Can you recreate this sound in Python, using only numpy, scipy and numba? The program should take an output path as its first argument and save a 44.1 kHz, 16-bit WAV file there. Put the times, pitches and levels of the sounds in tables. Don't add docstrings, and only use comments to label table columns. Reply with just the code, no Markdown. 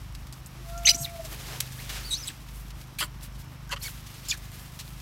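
import sys
import numpy as np
from scipy import signal
from scipy.fft import rfft, irfft, next_fast_len
from scipy.io import wavfile
from scipy.ndimage import uniform_filter1d
from numba import njit

SR = 44100
rng = np.random.default_rng(int(sys.argv[2]) if len(sys.argv) > 2 else 0)


def voltage_ratio(level):
    return 10 ** (np.asarray(level, float) / 20)


def persist_wave(psi):
    counts = np.round(np.clip(psi, -1, 1) * 32767).astype(np.int16)
    wavfile.write(sys.argv[1], SR, np.atleast_2d(counts).T)


N = 221173

RASP_SHAPE = 0.24, .45, 9.8, 15


@njit
def svf(x, hz, width):
    y, b, l = np.empty(len(x)), 0., 0.
    for i in range(len(x)):
        g, k = np.tan(np.pi * hz[i] / SR), width / hz[i]
        v = (b + g * (x[i] - l)) / (1 + g * (g + k))
        b, l, y[i] = 2 * v - b, l + 2 * g * v, k * v
    return y


def band(x, hz, width):
    return svf(x, np.clip(hz + np.zeros(len(x)), 20, .44 * SR), 1. 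* width)


def band_twice(x, hz, width):
    return band(band(x, hz, width), hz, width)


def unit(x):
    return x / np.sqrt(np.mean(x ** 2))


def walk(rate, size=N):
    k = max(int(SR / rate), 1)
    steps = np.repeat(rng.standard_normal(size // k + 1), k)
    return 1.3 * uniform_filter1d(uniform_filter1d(steps, k), k)[:size]


def read(table):
    s, *columns = np.transpose(table)
    s = np.sort(s)
    at = np.arange(int(max(s[0], 0) * SR), min(int(s[-1] * SR), N))
    edges = np.clip(np.minimum(at - at[0], at[-1] - at) / (SR / 500), 0, 1)
    return at[0], [np.interp(at / SR, s, c) for c in columns], edges


def add(out, at, x):
    x = x[:len(out) - at]
    out[at:at + len(x)] += x


def call_shape(start, length, db, attack, hold, attack_db, release_db):
    share = np.clip([0, attack, attack + hold, 1], 0, 1)
    return start + min(length, .225) * share, share, db - np.array([attack_db, 0, 0, release_db])


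def monkeys():
    out = np.zeros(N)
    for voice, calls in ((whistle, thin_calls()), (bark, harsh_calls())):
        for call in calls:
            at, curves, edges = read(call)
            add(out, at, edges * voice(*curves))
    add(out, *screech())
    add_wheezes(out)
    add(out, *coo())
    return out


def bark(hz, db, throat_hz, mouth_hz, hiss_db, muzzle_db):
    # (centre [Hz], width [Hz], level [dB])
    nasal = [(4500, 900, -8), (2100, 700, -6), (5800, 1400, -13), (7800, 1200, -15)]
    chance = rng.standard_normal((3, 4500))[:, :len(hz)]
    phase = np.cumsum(hz * np.exp(0.2 * walk(700, size=4500)[:len(hz)])) / SR
    slaps = np.diff(np.floor(phase), prepend=np.floor(phase[0])) * voltage_ratio(2 * chance[0])
    puffs = np.exp(-(phase % 1) / 0.51) * chance[1]
    source = unit(slaps) + .6 * unit(puffs)
    cavities = [(f, 420 + .08 * np.median(f), g) for f, g in ((throat_hz, 0), (mouth_hz, -1))]
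    for f, width, g in nasal:
        silenced_db = 60 * np.log10(np.minimum(f / throat_hz, 1))
        cavities.append((f, width, g + muzzle_db * (f > 5000) + silenced_db))
    voice = sum((-1) ** k * voltage_ratio(g) * band_twice(source, f, w) for k, (f, w, g) in enumerate(cavities))
    low_cut = signal.butter(2, .5 * np.median(throat_hz), "high", fs=SR, output="sos")
    voice = signal.sosfilt(low_cut, voice)
    hiss = band_twice(puffs + .5 * chance[2], 10300, 14000)
    return voltage_ratio(db) * (unit(voice) + voltage_ratio(hiss_db) * unit(hiss))


def harsh_calls():
    # (time [s], fold slaps [Hz], level [dB], throat [Hz])
    shriek = [(.865, 898, -45, 2500), (.871, 794.5, -19.5, 2200), (.877, 1053, -19, 2300),
              (.886, 903, -24, 2300), (.895, 1001, -21, 3100), (0.903, 996, -25, 2900),
              (.918, 970, -44, 2400), (0.946, 897, -52, 2360)]
    # (time [s], fold slaps [Hz], level [dB], throat [Hz])
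    long_bark = [(3.002, 700.3, -49, 1110), (3.01, 599, -30.5, 1030), (3.028, 499.3, -27.5, 1360),
                 (3.04, 480, -35.5, 1270), (3.055, 480, -47.5, 1000), (3.068, 483, -55, 1000)]
    low_bark = [(3.708, 1091, -49, 1500), (3.72, 1120, -32.5, 1250), (3.726, 900, -27.5, 1180),
                (3.74, 573, -31, 1060), (3.753, 560, -56, 1100)]
    falling_bark = [(4.285, 430, -40, 5600), (4.286, 410, -32, 5500), (4.292, 425, -33, 5200),
                    (4.305, 498.5, -27.5, 5116), (4.314, 602, -33.5, 4580), (4.329, 583, -37, 2520),
                    (4.358, 596, -56, 1800)]
    # (mouth above throat [Hz], air hiss at full voice [dB], upper muzzle [dB])
    mouths = [
        (1800, -34, 2),
        (1740, -17, -9),
        (1600, -24, -7),
        (1800, -18, -5),
    ]
    # (start [s], length [s], throat [Hz], fold slaps [Hz], level [dB])
    rasps = [(.886, 0.036, 9340, 940, -34), (0.972, 0.09, 6400, 900, -43), (2.27, 0.023, 8200, 470, -40),
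             (2.995, .065, 7600, 600, -40), (2.985, .036, 9000, 1200, -37), (2.984, .03, 2400, 700, -36),
             (2.99, .04, 3200, 700, -36), (.922, .048, 5600, 900, -41), (1.0, .065, 11800, 790, -45),
             (3.758, .026, 1170, 686, -42)]
    barks = (shriek, long_bark, low_bark, falling_bark)
    calls = [(np.transpose(c), *m) for c, m in zip(barks, mouths)]
    for start, length, throat_hz, hz, db in rasps:
        s, _, level_db = call_shape(start, length, db, *RASP_SHAPE)
        curves = s, hz + 0 * s, level_db, throat_hz + 0 * s
        hiss_db = -5 + 8 * np.log2(throat_hz / 7000)
        calls.append((curves, 1700, hiss_db, -4))
    for (s, hz, db, throat_hz), above_hz, hiss_db, muzzle_db in calls:
        leak_db = .57 * (db.max() - db)
        yield np.transpose([s, hz, db, throat_hz, throat_hz + above_hz, hiss_db + leak_db,
                            muzzle_db + 0 * s])


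def whistle(hz, db, octave_db, rough):
    pitch_shake, size_shake = (walk(r, size=10000)[:len(hz)] for r in (1500, 800))
    smooth_hz = uniform_filter1d(hz, 130, mode="nearest")
    phase = 2 * np.pi * np.cumsum(smooth_hz * (1 + .1 * rough * pitch_shake)) / SR
    tone = np.sin(phase) + voltage_ratio(octave_db) * np.sin(2 * phase)
    tone = tone + voltage_ratio(np.minimum(octave_db, 0) - 18) * np.sin(3 * phase)
    air = band(rng.standard_normal(10000)[:len(hz)], 1.2 * hz, 2500)
    shaken = voltage_ratio(11 * rough * np.clip(size_shake, -3, 1)) * tone
    return np.sqrt(2) * voltage_ratio(db) * (shaken + .5 * rough * unit(air))


def thin_calls():
    # (start [s], length [s], first pitch [Hz], last pitch [Hz], level [dB])
    squeaks = [(.943, .013, 5550, 6250, -29), (1.026, .013, 5750, 5450, -38),
               (2.296, .014, 2100, 1500, -46), (2.27, .018, 8100, 7850, -38),
               (2.105, .045, 9750, 9650, -44), (2.088, .018, 12500, 12300, -54),
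               (2.29, .016, 8000, 8000, -47), (2.156, .014, 6350, 6300, -46),
               (2.122, .024, 7700, 7450, -41), (1.013, .022, 8550, 8700, -44),
               (1.054, .008, 3300, 2500, -46), (3.86, .014, 6750, 6650, -47),
               (.976, 0.017, 8050, 7950, -40), (1.042, .015, 4450, 3450, -32),
               (1.058, 0.012, 2500, 1750, -41), (2.045, .115, 10700, 9400, -52),
               (2.1, 0.038, 8300, 8100, -35.5), (2.105, .04, 6180, 6100, -41),
               (2.142, .014, 6100, 6300, -35), (2.088, .05, 13900, 13400, -54),
               (3.691, .022, 1420, 1700, -44), (3.812, .014, 4400, 4350, -43.5),
               (3.716, .032, 1190, 1110, -43), (3.842, .036, 4540, 4420, -41),
               (3.842, .036, 2270, 2210, -42), (4.313, .007, 3300, 2600, -34),
               (4.313, .015, 2500, 2380, -29), (4.325, 0.008, 1950, 1750, -37)]
    # (start [s], length [s], first [Hz], last [Hz], level [dB])
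    shriek_notes = [(.851, .012, 2750, 3100, -27), (.852, .006, 5400, 6100, -30),
                    (.846, .007, 2000, 2700, -38), (.869, .008, 2700, 2500, -29),
                    (.868, .007, 2050, 2050, -27), (.855, .017, 6150, 6350, -18),
                    (.872, .014, 6350, 6000, -21), (.868, .012, 3500, 3950, -19),
                    (.878, .01, 4100, 4000, -22), (.879, .011, 2150, 2200, -21),
                    (.887, .013, 4950, 4950, -15), (.9, .014, 4960, 4900, -25),
                    (.888, .014, 4000, 4200, -21), (.903, .011, 3980, 4050, -25),
                    (.887, .016, 5900, 5800, -20), (.903, .016, 6100, 5780, -21),
                    (.904, .016, 2980, 2950, -30), (.93, .01, 4000, 4100, -40),
                    (.935, .01, 2380, 2380, -41)]
    # (start [s], length [s], first [Hz], last [Hz], level [dB])
    yelps = [
        (4.3075, 0.009, 3580, 3350, -25.5),
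        (1.78, .025, 1420, 2350, -45),
        (2.268, 0.023, 4150, 3750, -38),
        (3.87, .018, 2350, 1310, -45),
    ]
    # (start [s], length [s], first [Hz], last [Hz], level [dB])
    chirps = [(.775, 0.019, 6800, 6640, -45.5), (1.032, .014, 4200, 4200, -46),
              (.95, .018, 6800, 6700, -39.5), (2.278, .015, 3900, 3100, -38),
              (2.235, 0.039, 7200, 6700, -50), (2.987, .011, 2400, 2400, -40),
              (3.002, .03, 3050, 2980, -41), (1.046, .014, 5100, 5000, -47), (1.072, .032, 2290, 2250, -51),
              (4.334, .026, 1720, 1600, -48)]
    # (start [s], length [s], first [Hz], last [Hz], level [dB])
    murmur = [
        (.46, .2, 295, 365, -59),
    ]
    # (time [s], pitch [Hz], level [dB])
    warble = [(2.03, 3800, -52), (2.046, 4300, -50), (2.052, 4500, -40), (2.065, 4700, -42),
              (2.104, 4270, -47)]
    # (time [s], pitch [Hz], level [dB])
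    warble_end = [(2.104, 4200, -47), (2.112, 3860, -31), (2.145, 3856, -26), (2.153, 4450, -33),
                  (2.164, 4200, -41), (2.172, 4950, -39), (2.194, 6150, -45), (2.22, 6050, -45),
                  (2.233, 5100, -40), (2.248, 4830, -40)]
    kinds = ((squeaks, (-23, 0.2644, 0.37, 0.5, 12, 16.5)), (shriek_notes, (-24, .2, .25, .5, 7, 8)),
             (yelps, (-3.5, 0.31, 0.5, 1, 16, 10)), (chirps, (-15, .7, 0.1, .2, 7, 8)),
             (murmur, (-30, 0, .75, .1, 9, 12)))
    for rows, (octave_db, rough, *manner) in kinds:
        for start, length, first_hz, last_hz, db in rows:
            s, share, level_db = call_shape(start, length, db, *manner)
            hz = first_hz + (last_hz - first_hz) * share
            yield np.transpose([s, hz, level_db, octave_db + 0 * s, rough + 0 * s])
    for phrase in (warble, warble_end):
        s, hz, db = np.transpose(phrase)
        effort_db = db + 30
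        yield np.transpose([s, hz, db, -19 - .15 * effort_db, .24 * voltage_ratio(.3 * effort_db)])


def screech():
    # (time [s], pitch [Hz], level [dB])
    course = [
        (.986, 915, -52),
        (.996, 920, -44),
        (1.012, 945, -41),
        (1.028, 966, -39),
        (1.04, 930, -48),
    ]
    # (multiple [-], level [dB])
    overtones = [(6, -3), (6.5, -7), (7, 0), (7.5, -6), (8, -1), (8.5, -8), (9, -3), (12, -12), (13, -10),
                 (14, -12)]
    at, (hz, db), edges = read(course)
    phase = 2 * np.pi * np.cumsum(hz * (1 + .006 * walk(250, size=len(hz)))) / SR
    tones = 0
    for k, g in overtones:
        tones = tones + voltage_ratio(g + 4 * walk(180, size=len(hz))) * np.sin(k * phase + k * k)
    return at, edges * voltage_ratio(db) * unit(tones)


def add_wheezes(out):
    # (start [s], length [s], centre [Hz], width [Hz], level [dB])
    wheezes = [(.876, .044, 15600, 600, -43), (.833, .04, 12200, 1500, -52), (.866, .05, 7200, 2000, -36),
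               (.885, .022, 4800, 3500, -25), (.866, .022, 3800, 2500, -26), (.902, .018, 4800, 2500, -32),
               (2.148, .035, 4300, 1600, -43), (3.038, .014, 4800, 700, -47),
               (4.318, .036, 5000, 5000, -42), (2.272, .02, 9600, 1200, -46), (2.05, .03, 15300, 600, -55),
               (.95, .02, 6900, 1500, -38), (.887, .032, 13500, 3000, -43), (1.008, .032, 13000, 3500, -46),
               (3.002, .015, 3900, 1200, -37), (3.0, .025, 8300, 2500, -40),
               (3.818, .028, 12000, 9000, -44), (3.82, .022, 5000, 1500, -46),
               (3.704, .045, 6500, 3000, -43), (4.287, .03, 4500, 2500, -39), (4.33, .03, 1700, 1300, -48),
               (1.03, .045, 4000, 4000, -46), (2.282, .04, 3000, 3500, -46), (.925, .045, 3500, 4000, -48),
               (.973, .03, 6500, 3500, -46), (.93, .038, 12000, 1800, -48), (1.045, .018, 15400, 900, -48),
               (2.986, .03, 12500, 5000, -40), (2.986, .012, 3500, 3000, -36),
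               (3.71, .03, 10800, 5000, -45), (4.287, .027, 11200, 1200, -48), (2.25, .022, 6600, 900, -50),
               (3.76, .022, 3000, 1100, -45), (3.797, .03, 12500, 2500, -57), (2.987, .014, 1500, 700, -44),
               (2.987, .03, 6500, 800, -43), (3.71, .035, 2500, 2500, -42)]
    for start, length, hz, width, db in wheezes:
        s, _, level_db = call_shape(start, length, db, *RASP_SHAPE)
        at, (level_db,), edges = read(np.transpose([s, level_db]))
        air = rng.standard_normal(3000)[:len(edges)]
        add(out, at, edges * voltage_ratio(level_db) * unit(band_twice(air, hz, width)))


def coo():
    # (time [s], pitch [Hz], level [dB])
    course = [
        (.6, 678, -72),
        (.69, 677, -48),
        (.8, 690, -41),
        (.874, 684, -44.5),
        (1.12, 683, -47),
        (1.2, 659, -44),
        (1.26, 642, -54),
        (1.31, 633, -72),
    ]
    open_s, after_slope, before_slope, rest_db = .76, 260, 300, -6
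    tired_s, shake_hz, shake_db = 1.125, 19.29, 8
    at, (hz, db), _ = read(course)
    t = (at + np.arange(len(hz))) / SR
    opening_db = -np.maximum(after_slope * (t - open_s), before_slope * (open_s - t))
    octave_db = np.maximum(opening_db, rest_db - 70 * np.abs(t - .89)) + 1.5 * walk(30, size=len(t))
    quaver = np.cos(2 * np.pi * shake_hz * (t - tired_s)) * np.clip((t - tired_s) * shake_hz, 0, 1)
    level = voltage_ratio(db - shake_db * quaver + 1.2 * walk(26.2)[:len(hz)])
    phase = 2 * np.pi * np.cumsum(hz * (1 + .0015 * walk(40)[:len(hz)])) / SR
    return at, np.sqrt(2) * level * (np.sin(phase) + voltage_ratio(octave_db) * np.sin(2 * phase))


def grit(spread_db):
    sizes = np.minimum(rng.exponential(size=N // 8 + 1), 5)
    return unit(rng.standard_normal(N) * voltage_ratio(spread_db * np.repeat(sizes, 8)[:N]))


def ground():
    # (time [s], peak [dB], centre [Hz], time to the peak [s])
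    scuffs = [(0.145, -36.5, 3750, 0.005), (0.267, -43.5, 2480, 0.0038), (0.3233, -36.5, 4770, 0.0063),
              (0.46, -39, 10700, 0.0062), (0.6896, -38.5, 2700, 0.005), (0.7786, -44, 6790, 0.012),
              (1.0969, -47, 6480, 0.0071), (1.2466, -31, 5380, 0.0066), (1.7175, -35, 5700, 0.0053),
              (1.89, -26.5, 2750, 0.011), (2.245, -38, 3600, 0.02), (2.4835, -41, 3310, 0.004),
              (2.703, -37, 4170, 0.0036), (2.8115, -39, 3160, 0.0046), (3.2284, -35.5, 8500, 0.0052),
              (3.35, -45, 4460, 0.0061), (3.8234, -27, 5460, 0.012), (4.063, -36.5, 4400, 0.0056),
              (4.244, -35.5, 3860, 0.015), (4.371, -38, 8950, 0.0045), (4.5151, -45, 3490, 0.04),
              (4.789, -29, 4000, 0.0089), (5, -42, 3900, 0.0051)]
    # (time [s], peak [dB], centre [Hz])
    cracks = [(1.6035, -13, 5200), (1.6045, -13, 12000), (1.606, -12, 4200), (1.607, -8, 4600),
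              (1.6075, -13, 12000), (1.626, -30, 3000), (0.3262, -26, 5000), (1.098, -30, 5500),
              (0.151, -28.5, 5050), (0.271, -35, 7000), (.4618, -29, 9000), (2.9875, -24, 7000),
              (4.376, -34, 12000), (4.518, -34, 12000), (4.2855, -20, 7500), (.946, -27, 6500),
              (.8945, -11, 6500), (.881, -16, 5500), (3.0268, -22, 2500), (4.2885, -27, 5500),
              (4.2905, -26, 5500), (4.298, -23, 5500), (4.3005, -24, 5500), (4.3085, -24, 6000),
              (3.763, -33, 3500), (3.694, -32, 4500), (.835, -34, 3500), (1.894, -28, 3500),
              (4.596, -32, 7000), (4.722, -35, 9000), (4.879, -33, 5500)]
    # (time [s], peak [dB], centre [Hz])
    ticks = [(0.0464, -41, 5010), (0.0942, -42, 6840), (0.1244, -36, 3750), (0.1744, -46, 4150),
             (0.3644, -39, 4130), (0.5871, -39, 5310), (1.1388, -35, 11600), (2.5794, -38, 5590),
             (2.6064, -37, 7900), (2.6833, -37, 4230), (2.7194, -39, 3760), (2.7706, -43, 3580),
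             (2.7926, -41, 3820), (2.8135, -33, 4080), (2.8734, -39, 5130), (2.9512, -40, 3700),
             (3.2106, -34, 4130), (3.3493, -41, 4460), (3.4166, -39, 5560), (3.5199, -42, 4450),
             (3.676, -40, 4500), (3.9094, -33, 11700), (4.143, -33, 3810), (4.5694, -37, 4250),
             (4.8024, -25, 3630), (4.8544, -36, 3850), (4.9244, -40, 10900), (5.0015, -30, 3900)]
    # (time [s], pitch [Hz], level [dB], 60 dB decay [s])
    thumps = [(.942, 260, -32, .08), (1.002, 133, -24, .14), (3.726, 560, -33, .1), (3.018, 320, -38, .1),
              (3.018, 600, -36, .1), (3.01, 1000, -37, .14), (3.015, 430, -42, .1), (3.725, 440, -41, .08),
              (1.112, 380, -45, .07), (.945, 190, -36, .07), (.945, 350, -38, .06), (2.29, 300, -43, .08)]
    out, t, grains = np.zeros(N), np.arange(4000) / SR, grit(1.8)
    for s, db, hz, rise_s in scuffs:
        swell = np.e * t / rise_s * np.exp(-t / rise_s)
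        burst = np.resize(grains[int(s * SR):], len(t))
        add(out, int(s * SR), voltage_ratio(db - 9) * swell * unit(band(burst, hz, 1.1 * hz) + .2 * burst))
    for s, db, hz in cracks + [(s, db - 3, hz) for s, db, hz in ticks]:
        snap = rng.standard_normal(len(t)) * (np.exp(-t / 0.00017) + 0.045 * np.exp(-t / 0.011))
        snap = band_twice(snap, hz, 2.2 * hz)
        snap = snap_edge(snap)
        add(out, int(s * SR), voltage_ratio(db) * snap / np.abs(snap).max())
    for s, hz, db, t60 in thumps:
        decay = voltage_ratio(db - 60 * t / t60) * (1 - np.exp(-t / .005))
        add(out, int(s * SR), decay * np.sin(2 * np.pi * hz * t))
    return out


def rustle():
    # (time [s], level [dB])
    bustle = [(0, -62), (.4, -61), (.82, -54.5), (1.2, -52.5), (1.27, -48), (1.55, -46), (1.66, -49.5),
              (2.02, -49), (2.3, -51), (2.38, -57.5), (3.12, -62), (3.3, -60), (3.79, -63.5), (3.89, -55),
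              (4.25, -52.5), (4.42, -56.5), (4.6, -55.5), (5.02, -56)]
    # (middle [s], half length [s], level [dB], treble over level [dB], low over level [dB])
    drags = [(0.573, .05, -60.5, -9, 4.5), (1.31, 0.064, -48, 3.5, 0.5), (1.537, .05, -47.5, -7, 1.5),
             (1.776, 0.054, -60, 11, -1), (1.96, 0.051, -41.5, -12, -6), (2.206, 0.03, -59, -22, -14),
             (2.583, 0.069, -58, 7, -5), (3.244, .025, -49, 2.5, -12), (3.407, 0.025, -55.5, 4, -12),
             (3.533, 0.035, -62, 3.5, 6.5), (3.87, 0.058, -48.5, 4.5, -7), (1.5, .04, -56, -10, 8),
             (2.82, .03, -60, 3, -8), (.69, .02, -58, 5, -8), (.38, .05, -63, 4, -6),
             (4.6, 0.083, -57, 5.5, -3), (4.862, 0.12, -66, 11, 0)]
    t = np.arange(N) / SR
    busy_db = -51
    over_db = np.interp(t, *np.transpose(bustle)) - busy_db
    power = voltage_ratio(2 * (busy_db + np.outer([1, 0.86, 1.74], over_db) + [[0], [-1.5], [-7]]))
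    for s, half, db, treble_db, low_db in drags:
        swell = np.exp(-2 * ((t - s) / half) ** 2)
        power = power + np.outer(voltage_ratio(2 * (db + np.array([0, treble_db, low_db]))), swell)
    grains, flicker_db = grit(2.2), .8 * walk(14) + 1.4 * walk(50)
    ranges = ((3000, 8340, 2.5), (9750, 23700, -0.8), (510, 2650, 2))
    out = np.zeros(N)
    for (hz, width, db), p in zip(ranges, power):
        out += unit(band_twice(grains, hz, width)) * voltage_ratio(db + flicker_db) * np.sqrt(p)
    return out


def engine():
    # (multiple of the firing rate [-], level [dB], wander [dB])
    multiples = [(3, -56, 3.5), (4, -56, 3.5), (5, -48.5, 1.5), (6, -55, 2), (7, -60, 2), (8, -67, 2),
                 (9, -66, 2), (11, -70, 2), (12, -71, 2), (13, -71, 2)]
    # (time [s], level [dB])
    deep_swell = [(0, 4), (.25, 0), (.55, 4), (1.3, 2), (1.6, -4), (1.9, 3), (2.4, 1), (3.5, 0), (4.0, -1),
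                  (4.4, -3), (4.75, -3), (5.0, 2)]
    firing_hz, lead = 25.47, .43
    deep_db, beat_hz, depth, silence_s = -47.5, 1.64, .85, .47
    t = np.arange(N) / SR
    phase = 2 * np.pi * np.cumsum(firing_hz * (1 + .0012 * walk(2))) / SR
    lag = 2 * np.pi * beat_hz * (t - silence_s)
    deep = voltage_ratio(deep_db + np.interp(t, *np.transpose(deep_swell)) + walk(6))
    deep = deep * (np.sin(2 * phase) - depth * np.sin(2 * phase - lag))
    pushes = np.zeros(N)
    for k, db, wander_db in multiples:
        pushes += voltage_ratio(db + wander_db * walk(5)) * np.cos(k * (phase + 2 * np.pi * lead))
    return np.sqrt(2) * (deep - pushes)


def boom():
    return voltage_ratio(-54) * unit(band_twice(rng.standard_normal(N), 54, 18))


def wood():
    # (frequency [Hz], level per Hz [dB])
    spectrum = [(15, -46), (25, 2), (53, -1.5), (91, -1.5), (130, -8), (200, -10), (437, -22),
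                (1180, -17.5), (1390, -21), (2970, -26.5), (4690, -33), (5520, -27), (7220, -42.5),
                (12100, -63), (15800, -55)]
    hz, db = np.transpose(spectrum)
    size = next_fast_len(N)
    bins_hz = np.arange(1, size // 2 + 2) * SR / size
    colour = voltage_ratio(np.interp(np.log(bins_hz), np.log(hz), db, left=-80))
    return voltage_ratio(-48) * unit(irfft(rfft(rng.standard_normal(size)) * colour, size)[:N])


def snap_edge(snap):
    return snap + 0.025 * np.diff(snap, prepend=0)


def echo(near):
    t = np.arange(SR // 4) / SR
    tail = rng.standard_normal(len(t)) * voltage_ratio(-60 * t / .2) * (t > .004)
    return voltage_ratio(-24) * signal.fftconvolve(near, tail / np.sqrt(np.sum(tail ** 2)))[:N]


def scene():
    near = monkeys() + ground()
    return (near + echo(near) + rustle() + engine() + boom() + wood())[None]


def band_limit(x):
    return signal.sosfilt(signal.butter(12, 15850, fs=SR, output="sos"), x)


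def record(dry):
    cut = signal.sosfilt(signal.butter(4, 38, "high", fs=SR, output="sos"), dry)
    cut = signal.sosfilt(signal.ellip(8, .2, 70, 15850, fs=SR, output="sos"), cut)
    dip, bump = band(cut[0], 9700, 1500), band(cut[0], 11500, 2000)
    return band_limit(cut - .3 * dip + .25 * bump)


dry = scene()
out = record(dry)
persist_wave(out)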